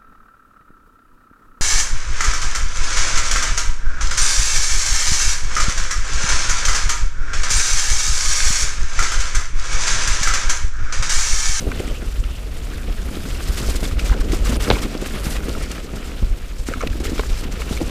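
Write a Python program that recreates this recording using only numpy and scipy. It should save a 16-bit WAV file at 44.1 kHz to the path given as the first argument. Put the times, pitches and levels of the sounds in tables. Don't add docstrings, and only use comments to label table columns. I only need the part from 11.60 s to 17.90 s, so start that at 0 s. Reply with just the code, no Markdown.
import sys
import numpy as np
from scipy import signal
from scipy.fft import rfft, irfft, next_fast_len
from scipy.io import wavfile
from scipy.ndimage import uniform_filter1d

SR = 44100
rng = np.random.default_rng(int(sys.argv[2]) if len(sys.argv) > 2 else 0)


def makeup_ratio(level_db):
    decades = np.asarray(level_db, float) / 20
    return 10 ** decades


def to_wav(s):
    ch = np.atleast_2d(s).T
    pcm = np.round(np.clip(ch, -1, 1) * 32767)
    wavfile.write(sys.argv[1], SR, pcm.astype(np.int16))


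N = 277830

# [t/s, peak level/dB, f/Hz]
ROOT_THUDS = [(0.087, -13, 137), (3.069, -15, 226), (3.087, -20, 222), (3.094, -10, 238), (3.116, -28, 300),
              (0.468, -32, 105), (0.702, -27, 159), (0.949, -22, 105), (1.279, -18, 125), (1.57, -16, 255),
              (5.939, -17.5, 150), (5.53, -13.5, 282), (0.289, -22, 304), (1.99, -17, 126),
              (2.511, -18, 290), (4.991, -25, 287), (0.424, -16, 268), (1.486, -18, 260), (2.15, -15, 280),
              (2.227, -11, 262), (2.26, -15.5, 208), (2.729, -13.5, 200), (2.893, -11, 204),
              (2.926, -14.5, 266), (3.08, -6.5, 302), (3.252, -10, 282), (3.35, -11, 292),
              (3.541, -10.5, 180), (3.665, -10.5, 182), (3.883, -9, 286), (4.183, -17.5, 264),
              (4.335, -13, 207), (4.625, -11, 188), (5.086, -9, 283), (5.158, -16, 274), (5.102, -25, 200),
              (5.265, -14, 197), (5.518, -15, 287), (5.851, -18, 235), (6.109, -10.5, 164),
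              (6.216, -9, 250)]
# [t/s, peak level/dB, f/Hz]
RIM_KNOCKS = [(0.066, -14, 420), (0.199, -9.5, 404), (2.086, -16, 440), (2.545, -15, 427), (2.73, -9, 364),
              (3.422, -10.5, 397), (3.97, -16.5, 382), (5.11, -19.5, 480), (5.116, -20.5, 520),
              (5.233, -10, 464), (5.353, -18.5, 336), (5.4022, -13, 342), (5.431, -16.5, 402),
              (5.478, -18.5, 440), (5.489, -23, 437), (5.536, -37, 326), (5.095, -25, 330),
              (5.451, -17.5, 443), (4.008, -20, 456), (0.077, -35, 500), (2.927, -17, 524),
              (5.593, -8.5, 440), (5.658, -22, 370), (6.203, -16, 490), (6.2107, -9.5, 392),
              (6.12, -16.5, 420), (3.112, -19, 490), (3.122, -11, 510), (3.144, -17, 480),
              (5.222, -22, 580), (0.31, -25, 563), (3.96, -24, 610)]


def rms_one(x):
    return x / np.sqrt(np.mean(x ** 2) + 1e-20)


def peak_one(x):
    return x / np.abs(x).max()


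def drift(rate_hz):
    r = np.exp(-2 * np.pi * rate_hz / SR)
    settle = 20000
    noise = rng.standard_normal(N + settle)
    return rms_one(signal.lfilter([1], [1, -2 * r, r * r], noise)[settle:])


def colour(x, spectrum):
    size = next_fast_len(N + 8192)
    hz, db = np.transpose(spectrum)
    log_hz = np.log(np.maximum(np.arange(size // 2 + 1) * SR / size, 1))
    curve_db = np.interp(log_hz, np.log(np.r_[hz[0] / 4, hz]), np.r_[db[0] - 40, db])
    cepstrum = irfft(np.log(makeup_ratio(curve_db)), size)
    cepstrum[1:size // 2] *= 2
    cepstrum[size // 2 + 1:] = 0
    return irfft(rfft(x, size) * np.exp(rfft(cepstrum)), size)[:N]


def grains(per_s, spread_db):
    sizes = makeup_ratio(spread_db * np.minimum(rng.exponential(1, N), 5)) * rng.choice([-1, 1], N)
    return sizes * (rng.random(N) < per_s / SR)


def resonance(x, hz, width_hz):
    r = np.exp(-np.pi * width_hz / SR)
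    b = np.array([1, 0, -1]) * (1 - r * r) / 2
    return signal.lfilter(b, [1, -2 * r * np.cos(2 * np.pi * hz / SR), r * r], x)


def resonance_twice(x, hz, width_hz):
    return resonance(resonance(x, hz, width_hz), hz, width_hz)


def add(out, s, piece):
    i = round(s * SR)
    out[i:i + len(piece)] += piece[:N - i]


def in_time(rows):
    s, *columns = np.transpose(rows)
    return [np.interp(np.arange(N) / SR, s, c) for c in columns]


def flakes(per_s, cycles, low_hz, high_hz, patchy_db):
    clicks = grains(per_s, spread_db=2.2)
    dealt = rng.integers(0, 12, N)
    total = 0
    for k, hz in enumerate(np.geomspace(low_hz, high_hz, 12)):
        ring = resonance(clicks * (dealt == k) + 1e-18, hz, hz / cycles)
        total = total + makeup_ratio(patchy_db * drift(27.5)) * ring
    return rms_one(total)


def leaf_heaps():
    # [t/s, peak level/dB, length/s]
    leaf_drifts = [(0.19, -27, 0.023), (0.454, -32, 0.027), (0.574, -46, 0.016), (1.56, -34, 0.03),
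                   (1.82, -30, 0.014), (1.883, -17.5, 0.016), (1.918, -24, 0.035), (1.97, -22, 0.069),
                   (2.09, -23, 0.036), (2.231, -17.5, 0.045), (2.389, -19, 0.03), (2.446, -20, 0.062),
                   (2.718, -19.5, 0.055), (2.851, -15.5, 0.03), (2.887, -17.5, 0.028),
                   (2.998, -19.5, 0.086), (3.124, -20, 0.061), (3.219, -15, 0.029), (3.454, -27, 0.094),
                   (3.547, -28, 0.18), (3.635, -22, 0.15), (3.75, -20, 0.02), (3.885, -15.5, 0.011),
                   (4.02, -35, 0.02), (5.065, -23, 0.048), (5.464, -36, 0.043), (5.774, -25.5, 0.033),
                   (5.997, -24.5, 0.05), (6.088, -29, 0.066), (4.56, -33.5, 0.085)]
    # [t/s, peak level/dB]
    leaf_tufts = [(2.156, -14.5), (2.317, -26), (2.601, -17), (2.921, -17), (2.951, -15.5), (3.11, -28),
                  (3.413, -18.5), (4.115, -18.5), (4.148, -21), (4.224, -25), (4.356, -26), (4.4534, -28),
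                  (0.754, -29), (5.265, -27), (5.4, -13.5), (5.438, -15), (5.449, -21), (5.458, -29),
                  (5.572, -38), (5.8331, -21.5), (5.916, -23.5), (6.167, -30)]
    tuft_s = 0.017
    out, t = np.zeros(N), np.arange(SR // 5) / SR
    rise = 1 - np.exp(-(t / 0.0066) ** 2)
    for s, db, length_s in leaf_drifts + [(s, db, tuft_s) for s, db in leaf_tufts]:
        add(out, s - .004, makeup_ratio(db - 15.0) * rise * np.exp(-(t / length_s) ** 2))
    return out


def tyres(roar_db, crush_db, bright_db):
    # [f/Hz, level/dB per Hz]
    roar_spectrum = [(500, 5), (900, -4), (1300, 3), (1700, -2), (2200, -0.5), (2600, 0), (3050, -1.5),
                     (3700, -4), (5000, -12), (8000, -20), (16000, -24)]
    # [f/Hz, level/dB per Hz]
    crush_spectrum = [(700, -1.5), (1500, 3), (3000, -1.5), (5000, 1.5), (7500, -6), (10000, -17.5),
                      (16000, -24.5)]
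    # [f/Hz, level/dB per Hz]
    shred_spectrum = [(5000, -32), (8500, 3), (10000, 8.5), (12000, 9), (14500, 6), (16000, -8.5)]
    patch = drift(45)
    heaps = leaf_heaps()

    roar = rng.standard_normal(N) + 0.53 * rms_one(grains(1500, spread_db=6.0))
    roar = roar + 0.47 * flakes(1500, cycles=5.4, low_hz=690, high_hz=4210, patchy_db=1.5)
    roar_gain = (makeup_ratio(roar_db) + makeup_ratio(-10.5) * heaps) * makeup_ratio(0.47 * patch + 2.23 * drift(25))
    roar = roar_gain * rms_one(colour(roar, roar_spectrum))

    crackle = rng.standard_normal(N) + 0.5 * rms_one(grains(2500 * makeup_ratio(2.5 * drift(66)), spread_db=5.0))
    crackle = crackle + 0.77 * flakes(3500, cycles=5.1, low_hz=1800, high_hz=12050, patchy_db=3.5)
    crackle = crackle * makeup_ratio(1.8 * drift(37))
    crackle = crackle + 0.5 * makeup_ratio(3.6 * drift(25.0)) * resonance(crackle, 7480, 2000)
    crackle = crackle + 0.5 * makeup_ratio(0.8 * drift(40.0)) * resonance(crackle, 10200, 3200)

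    crush = makeup_ratio(crush_db - 3.5 + 0.33 * patch) + heaps
    shred = makeup_ratio(bright_db + 0.66 * drift(32)) * crush * (crush / 0.02) ** 0.079
    coarse = crush * rms_one(colour(crackle, crush_spectrum))
    return roar + coarse + shred * rms_one(colour(crackle, shred_spectrum))


def grip():
    # [t/s, drop/dB, length/s]
    lifts = [(1.37, 1, 0.021), (2.363, 4, 0.018), (2.556, 2, 0.011), (2.663, 4, 0.021), (2.822, 2.5, 0.042),
             (2.986, 11, 0.0086), (3.386, 4, 0.028), (3.812, 6.5, 0.019), (4.073, 4.5, 0.012),
             (4.274, 4.5, 0.078), (5.682, 4, 0.011), (6.047, 5.5, 0.0088), (4.693, 3, 0.035),
             (4.952, 2.5, 0.031), (5.29, 9, 0.0067), (5.408, 7, 0.036), (5.89, 4.5, 0.029)]
    t = np.arange(N) / SR
    return makeup_ratio(-sum(db * np.exp(-((t - s) / length_s) ** 2) for s, db, length_s in lifts))


def knocks(rows, t60_s):
    out, t = np.zeros(N), np.arange(SR // 8) / SR
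    cracks = rms_one(resonance_twice(rng.standard_normal((len(rows), len(t))), 370, 730))
    swell = (1 - np.exp(-(t / 0.0021) ** 2)) * makeup_ratio(-60 * t / t60_s)
    for (s, db, hz), (up, phase), crack in zip(rows, rng.random((len(rows), 2)), cracks):
        upper_hz = hz * (1.213 + 0.21 * up)
        tone = np.sin(2 * np.pi * hz * t) + 0.4 * np.sin(2 * np.pi * upper_hz * t + phase)
        add(out, s, makeup_ratio(db + 4.5) * swell * (tone + 0.13 * crack))
    return out


def landing():
    # [t/s, peak level/dB, thud level/dB]
    blows = [
        (3.1, -1.5, -4),
        (3.1052, -18, -40),
        (3.1094, -7.5, -6),
        (3.117, -23, -32),
    ]
    # [f/Hz, level/dB, width/Hz]
    clang_modes = [(292, -1, 240), (500, 5, 320), (812, 5, 510), (1300, -4, 1900), (1700, 10, 2200),
                   (2350, 4, 640), (2800, -11, 780), (3500, -4.5, 370), (4180, -8, 550), (5240, -12, 840)]
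    top_hz = 5560
    out, t = np.zeros(N), np.arange(SR // 20) / SR
    contact = t * np.exp(-t / 0.00084)
    for s, db, thud_db in blows:
        pushes = rng.standard_normal((len(clang_modes), len(t)))
        for (hz, mode_db, width_hz), push in zip(clang_modes, pushes):
            ring = resonance_twice(push * contact, hz, width_hz)
            late_s = 0.045 / np.sqrt(hz)
            add(out, s + late_s, makeup_ratio(db + mode_db - 9.5) * peak_one(ring))
        tail = resonance_twice(pushes[0], 2200, 4500) * (1 - np.exp(-t / .001)) * np.exp(-t / 0.03)
        add(out, s, makeup_ratio(db - 21) * tail)
        add(out, s, -makeup_ratio(thud_db) * np.exp(-((t - .0046) / .0008) ** 4))
    return signal.sosfilt(signal.butter(6, top_hz, fs=SR, output="sos"), out)


def shudder():
    out, t = np.zeros(N), np.arange(SR // 4) / SR
    for s, db, _ in ROOT_THUDS + RIM_KNOCKS:
        add(out, s, makeup_ratio(db - 22.5) * np.exp(-t / 0.019))
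    return out


def frame(db):
    # [f/Hz, width/Hz, level/dB]
    hum_modes = [(113, 59, -2), (238, 83, 1.5), (420, 127, -3), (524, 221, -8)]
    shake = rng.standard_normal(N) * makeup_ratio(2.83 * drift(60.0)) + 0.45 * rms_one(grains(250, spread_db=3.5))
    hum = 0
    for k, (hz, width_hz, mode_db) in enumerate(hum_modes):
        hum = hum + (-1) ** k * makeup_ratio(mode_db) * resonance_twice(shake, hz, 1.94 * width_hz)
    return (makeup_ratio(db) + shudder()) * rms_one(hum)


def rattles(rows, t60_s, clatter_db, width_hz):
    # [f/Hz, level/dB]
    shared_modes = [(1330, 24.5), (2250, 25), (2750, 12), (3900, -6), (5500, 4)]
    out, t = np.zeros(N), np.arange(SR // 16) / SR
    swell = (1 - np.exp(-(t / 0.00037) ** 2)) * makeup_ratio(-60 * t / t60_s)
    for s, db, hz in rows:
        push = rng.standard_normal(len(t)) * swell
        shared = sum(makeup_ratio(g) * resonance_twice(push, f, 0.18 * f) for f, g in shared_modes)
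        own = resonance_twice(push, hz, width_hz)
        broad = resonance_twice(push, 2500, 4000)
        burst = peak_one(own) + makeup_ratio(clatter_db) * peak_one(shared) + makeup_ratio(-8) * peak_one(broad)
        add(out, s, makeup_ratio(db - 15.0) * burst)
    return out


def chain():
    # [t/s, peak level/dB, strongest f/Hz]
    chain_slaps = [(0.1165, -5.5, 1410), (2.2288, -17, 1030), (2.3108, -12.5, 1290), (2.368, -17.5, 1340),
                   (2.494, -8.5, 1380), (2.522, -9, 1000), (2.528, -8, 1000), (2.7332, -9.5, 1190),
                   (2.8589, -12.5, 1210), (2.9208, -12, 1350), (3.0735, -6.5, 1350), (3.167, -8, 950),
                   (3.1344, -10, 1200), (3.158, -8, 1500), (3.2288, -12, 1260), (3.3446, -17, 1340),
                   (3.46, -11, 1500), (3.8033, -14.5, 1320), (3.8322, -15, 1340), (3.882, -13, 1280),
                   (3.95, -11, 1420), (4.1789, -11.5, 1520), (5.085, -11, 1370), (5.125, -14, 1400),
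                   (5.1362, -3.5, 1420), (5.142, -19, 1350), (5.2062, -7.5, 1300), (5.2095, -11, 1340),
                   (5.213, -9, 1320), (5.2165, -13, 1360), (5.2267, -8, 1180), (5.2337, -16, 1300),
                   (5.5787, -13, 1250), (5.5943, -2, 1020), (5.636, -19, 1450)]
    # [t/s, peak level/dB, strongest f/Hz]
    chatter = [(0.4179, -33, 1450), (0.555, -35, 1340), (0.9104, -46, 1640), (1.0944, -28, 1880),
               (1.1258, -37, 1500), (1.1343, -22, 1690), (1.1972, -32, 1380), (1.3, -26, 1350),
               (1.3254, -26, 1530), (1.386, -28, 1590), (1.486, -21, 1080), (1.5444, -37, 1120),
               (1.572, -21, 1180), (1.6033, -22, 1590), (1.7242, -21, 1400), (1.9185, -26, 1290),
               (1.974, -24, 2140), (2.0297, -18, 1190), (2.6107, -13.5, 1150), (4.0084, -22, 1310),
               (4.0626, -23, 1400), (4.2722, -37, 1230), (4.2872, -25, 1200), (4.369, -21, 1330),
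               (4.587, -26, 1470), (4.7343, -29, 1280), (4.8213, -28, 1730), (5.159, -20, 1270),
               (5.179, -28, 1320), (5.478, -20, 1880)]
    slaps = rattles(chain_slaps, t60_s=.014, clatter_db=-2, width_hz=370)
    return slaps + makeup_ratio(4) * rattles(chatter, t60_s=0.032, clatter_db=-11, width_hz=370)


def cables():
    # [t/s, peak level/dB, strongest f/Hz]
    cable_ticks = [(1.75, -14, 2600), (2.515, -30, 1500), (3.253, -26, 1800), (4.333, -37, 1700),
                   (5.328, -14, 1590), (5.583, -17, 3270), (0.196, -16, 2100), (0.277, -14.5, 2000),
                   (0.637, -17.5, 2800), (2.146, -22, 2020), (2.252, -9, 3470), (2.394, -9.5, 2400),
                   (3.0026, -15, 2170), (4.1515, -19, 2100), (4.4273, -16, 2460), (5.2717, -14, 2350),
                   (5.452, -10.5, 2080), (5.777, -18, 1980), (6.0053, -18, 3970), (6.018, -13, 2570),
                   (6.166, -15, 1990), (6.172, -12, 2200)]
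    return rattles(cable_ticks, t60_s=.017, clatter_db=0, width_hz=390)


def rubs():
    # [t/s, level/dB, length/s, f/Hz]
    chain_rubs = [(0.12, -34, 0.0043, 2150), (0.198, -37, 0.0087, 2850), (0.292, -40.5, 0.03, 3020),
                  (0.36, -43, 0.027, 2800), (0.435, -46, 0.026, 1410), (0.556, -49, 0.035, 1420),
                  (0.737, -45, 0.066, 2860), (1.142, -48, 0.018, 1560), (1.208, -44, .03, 1540),
                  (1.389, -43, 0.016, 1600), (2.034, -32, 0.0092, 1300), (2.528, -32, 0.017, 795),
                  (2.535, -35, 0.02, 1510), (3.143, -37, 0.011, 3800), (3.156, -32, .01, 2280),
                  (4.033, -38.5, 0.029, 2080), (4.296, -43, 0.013, 1250), (5.096, -42, .015, 1700),
                  (5.227, -38, 0.0098, 1050), (5.215, -54, .01, 2310), (3.118, -40, 0.0069, 1350),
                  (3.666, -35, 0.0088, 1390), (3.54, -44, .01, 1400), (0.3, -43, .02, 1120),
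                  (5.467, -34, .005, 2300), (5.471, -33, .004, 2900), (5.591, -38, 0.0056, 2510),
                  (5.594, -35, 0.008, 3800)]
    half_s = .125
    out, t = np.zeros(N), np.arange(SR // 4) / SR - half_s
    for s, db, length_s, hz in chain_rubs:
        friction = rng.standard_normal(len(t))
        sing = rms_one(resonance_twice(friction, hz, 0.3 * hz)) * np.exp(-(t / length_s) ** 2)
        skip = max(0, round((half_s - s) * SR))
        add(out, max(s - half_s, 0), makeup_ratio(db) * sing[skip:])
    return out


def twigs():
    # [t/s, peak level/dB, f/Hz]
    twig_snaps = [(2.017, -16, 5040), (2.3131, -24, 7530), (2.492, -12.5, 6110), (2.8953, -31, 5640),
                  (2.9437, -12, 4750), (2.967, -12.5, 9650), (3.376, -15, 4830), (4.115, -14, 6200),
                  (5.2145, -14.5, 5770), (5.2733, -12, 3930), (6.175, -19, 4000), (5.4685, -15, 4820)]
    out, t = np.zeros(N), np.arange(SR // 100) / SR
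    for s, db, hz in twig_snaps:
        crack = rng.standard_normal(len(t))
        bright = resonance(crack, hz, 700) + .04 * np.diff(crack, prepend=0)
        add(out, s, makeup_ratio(db - 8.5) * peak_one(t * np.exp(-t / .0007) * bright))
    return out


def grit():
    # [t/s, peak level/dB, centre f/Hz]
    grit_hits = [(0.64, -26.5, 2800), (2.147, -24, 1100), (3.008, -19, 2500), (3.459, -21, 2020),
                 (2.393, -20, 2600), (3.507, -26, 1800), (3.893, -22, 3540), (5.228, -36, 1980),
                 (5.236, -25, 1020), (2.228, -26, 900), (2.515, -30, 1200), (2.539, -23, 2950),
                 (2.789, -28, 2300), (3.186, -22, 2300), (3.255, -30, 805), (4.2, -30, 2800),
                 (4.335, -32, 800), (4.428, -35, 2300), (5.272, -18, 2590), (5.406, -36, 2000),
                 (5.43, -29, 696), (5.522, -29, 2000), (5.594, -22, 1300), (5.58, -21.5, 2500),
                 (6.207, -26, 2200), (6.213, -23, 700), (5.097, -33, 1800), (5.633, -21.5, 1170)]
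    out, t = np.zeros(N), np.arange(SR // 100) / SR
    for s, db, hz in grit_hits:
        push = rng.standard_normal(len(t)) * t * np.exp(-t / .0009)
        add(out, s, makeup_ratio(db) * peak_one(resonance_twice(push, hz, 0.8 * hz)))
    return out


def wind(db):
    # [f/Hz, level/dB per Hz]
    wind_spectrum = [(12, 0.5), (27, 3), (41, 0.5), (58, 0), (114, -18), (170, -22), (300, -53.5)]
    # [t/s, peak level/dB, f/Hz]
    buffets = [(0.074, -10.5, 52), (0.32, -10.5, 37), (0.48, -10.5, 36.0), (0.6, -6, 37.2),
               (0.71, -14, 42.5), (1.312, -9.5, 39), (1.397, -14, 36), (1.728, -12, 40), (1.9, -7, 45.5),
               (2.089, -7.5, 39.7), (2.16, -6.5, 37.6), (2.241, -15, 44.3), (2.374, -8.5, 39.5),
               (2.512, -1.5, 38.7), (2.608, -5, 30.3), (2.71, -10, 43.5), (2.826, -6, 35.6),
               (3.016, -12, 38.2), (3.139, -6, 46.6), (3.249, -13, 34.7), (3.676, -12, 43),
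               (4.028, -12, 37.5), (4.64, -4.5, 36), (4.719, -6.5, 30.3), (5.005, -12, 38),
               (5.316, -9.5, 42.3), (5.415, -18, 46.7), (5.605, -13, 43), (5.724, -7, 31),
               (6.168, -13, 40.3), (0.54, -14, 40), (0.66, -12, 39), (2.76, -8.5, 32.4), (2.885, -9, 37.8),
               (2.44, -9.5, 40.3), (3.5, -19, 45.2), (3.78, -13, 37.8), (5.95, -28, 40.3), (1.52, -29, 36)]
    # [t/s, peak level/dB, f/Hz]
    puffs = [(0.052, -35, 56.5), (0.189, -15.5, 70.4), (0.827, -26, 88.8), (1.02, -16.5, 62.6),
             (1.169, -23, 64.6), (1.713, -25, 56.5), (1.886, -20, 56.5), (2.015, -19, 94.2),
             (2.145, -19, 56.5), (2.233, -15, 56.5), (2.322, -10, 56.5), (2.697, -13.5, 57.6),
             (2.792, -15, 56.5), (2.994, -20, 56.5), (3.516, -23, 56.5), (4.329, -23, 56.5),
             (4.617, -14, 84), (4.693, -23, 56.5), (5.094, -15, 54.7), (5.289, -15, 72), (5.392, -29, 59.2),
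             (6.109, -15, 72)]
    puff_late_s = 0.00807
    air = rms_one(colour(rng.standard_normal(N), wind_spectrum))
    swell = np.sqrt(uniform_filter1d(uniform_filter1d(air ** 2, 2600), 2600) + .02)
    t, eddies, calm = np.arange(N) / SR, 0, 1
    gusts = buffets + [(s + puff_late_s, peak_db, hz) for s, peak_db, hz in puffs]
    for (s, peak_db, hz), phase in zip(gusts, rng.random(len(gusts))):
        bump = np.exp(-((t - s) * hz / 0.5) ** 2)
        body = np.sin(2 * np.pi * (hz * (t - s) + phase))
        front = np.sin(2 * np.pi * (2.55 * hz * (t - s) + 3 * phase))
        eddies = eddies + makeup_ratio(peak_db - 1.55) * bump * body + makeup_ratio(peak_db - 16.5) * bump ** 2 * front
        calm = calm * (1 - 0.46 * bump)
    return makeup_ratio(db + 4.5) * calm * rms_one(air / swell ** 0.7) + eddies


def scene():
    # [t/s, level/dB]
    air_speed = [(0.0, -28), (0.59, -32), (0.95, -29.5), (1.3, -29), (1.95, -27.5), (2.25, -24.5),
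                 (2.61, -28.5), (2.93, -22.5), (3.3, -32), (3.83, -27.5), (4.0, -29), (4.14, -33.5),
                 (4.33, -34.5), (4.67, -29.5), (5.02, -32.5), (5.35, -27), (6.09, -29), (6.3, -26.5)]
    # [t/s, level/dB]
    roughness = [(0.0, -31.5), (0.19, -34.5), (0.47, -40), (0.79, -41), (1.68, -34), (2.33, -34),
                 (2.44, -32), (3.12, -29), (3.47, -35), (3.88, -32), (4.07, -36), (4.51, -36),
                 (4.77, -41.5), (5.03, -42.5), (5.23, -37), (5.56, -37), (5.88, -35), (6.3, -33.5)]
    # [t/s, depth as crush level/dB, dryness/dB]
    litter = [(0.0, -40.5, -2), (0.24, -39.5, -6.5), (0.79, -43.5, -6), (1.32, -42.5, -5),
              (2.07, -33.5, -7.5), (2.26, -41, -7.5), (2.54, -42, -10), (2.82, -37.5, -8.5),
              (3.02, -40.5, -6.5), (3.37, -35.5, -10.5), (3.58, -45.5, -3.5), (4.03, -36, -9),
              (4.14, -39, -8), (4.79, -44.5, -6.5), (5.4, -38.5, -8.5), (5.61, -34, -8), (5.91, -41, -8.5),
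              (6.3, -37, -7)]
    (air_db,), (ground_db,), (depth_db, dry_db) = in_time(air_speed), in_time(roughness), in_time(litter)
    roar_db = -42.5 + 0.61 * (ground_db + 37.5) + 0.18 * (depth_db + 43.0)
    rolling = grip() * tyres(roar_db, depth_db, dry_db)
    blows = knocks(ROOT_THUDS, t60_s=0.02) + knocks(RIM_KNOCKS, t60_s=0.024) + landing()
    loose_parts = chain() + cables() + rubs()
    debris = twigs() + grit()
    return (rolling + blows + frame(ground_db) + loose_parts + debris + wind(air_db))[None]


def low_pass(x):
    return signal.sosfilt(signal.butter(12, 15750, fs=SR, output="sos"), x)


def record(dry):
    ceiling, cutoff_hz = .92, 15520
    held = ceiling * np.tanh((np.abs(dry) / ceiling) ** 2) ** .5 * np.sign(dry)
    mix = signal.sosfilt(signal.cheby2(16, 45, cutoff_hz, fs=SR, output="sos"), held)
    return low_pass(mix)


dry = scene()
out = record(dry)
to_wav(out)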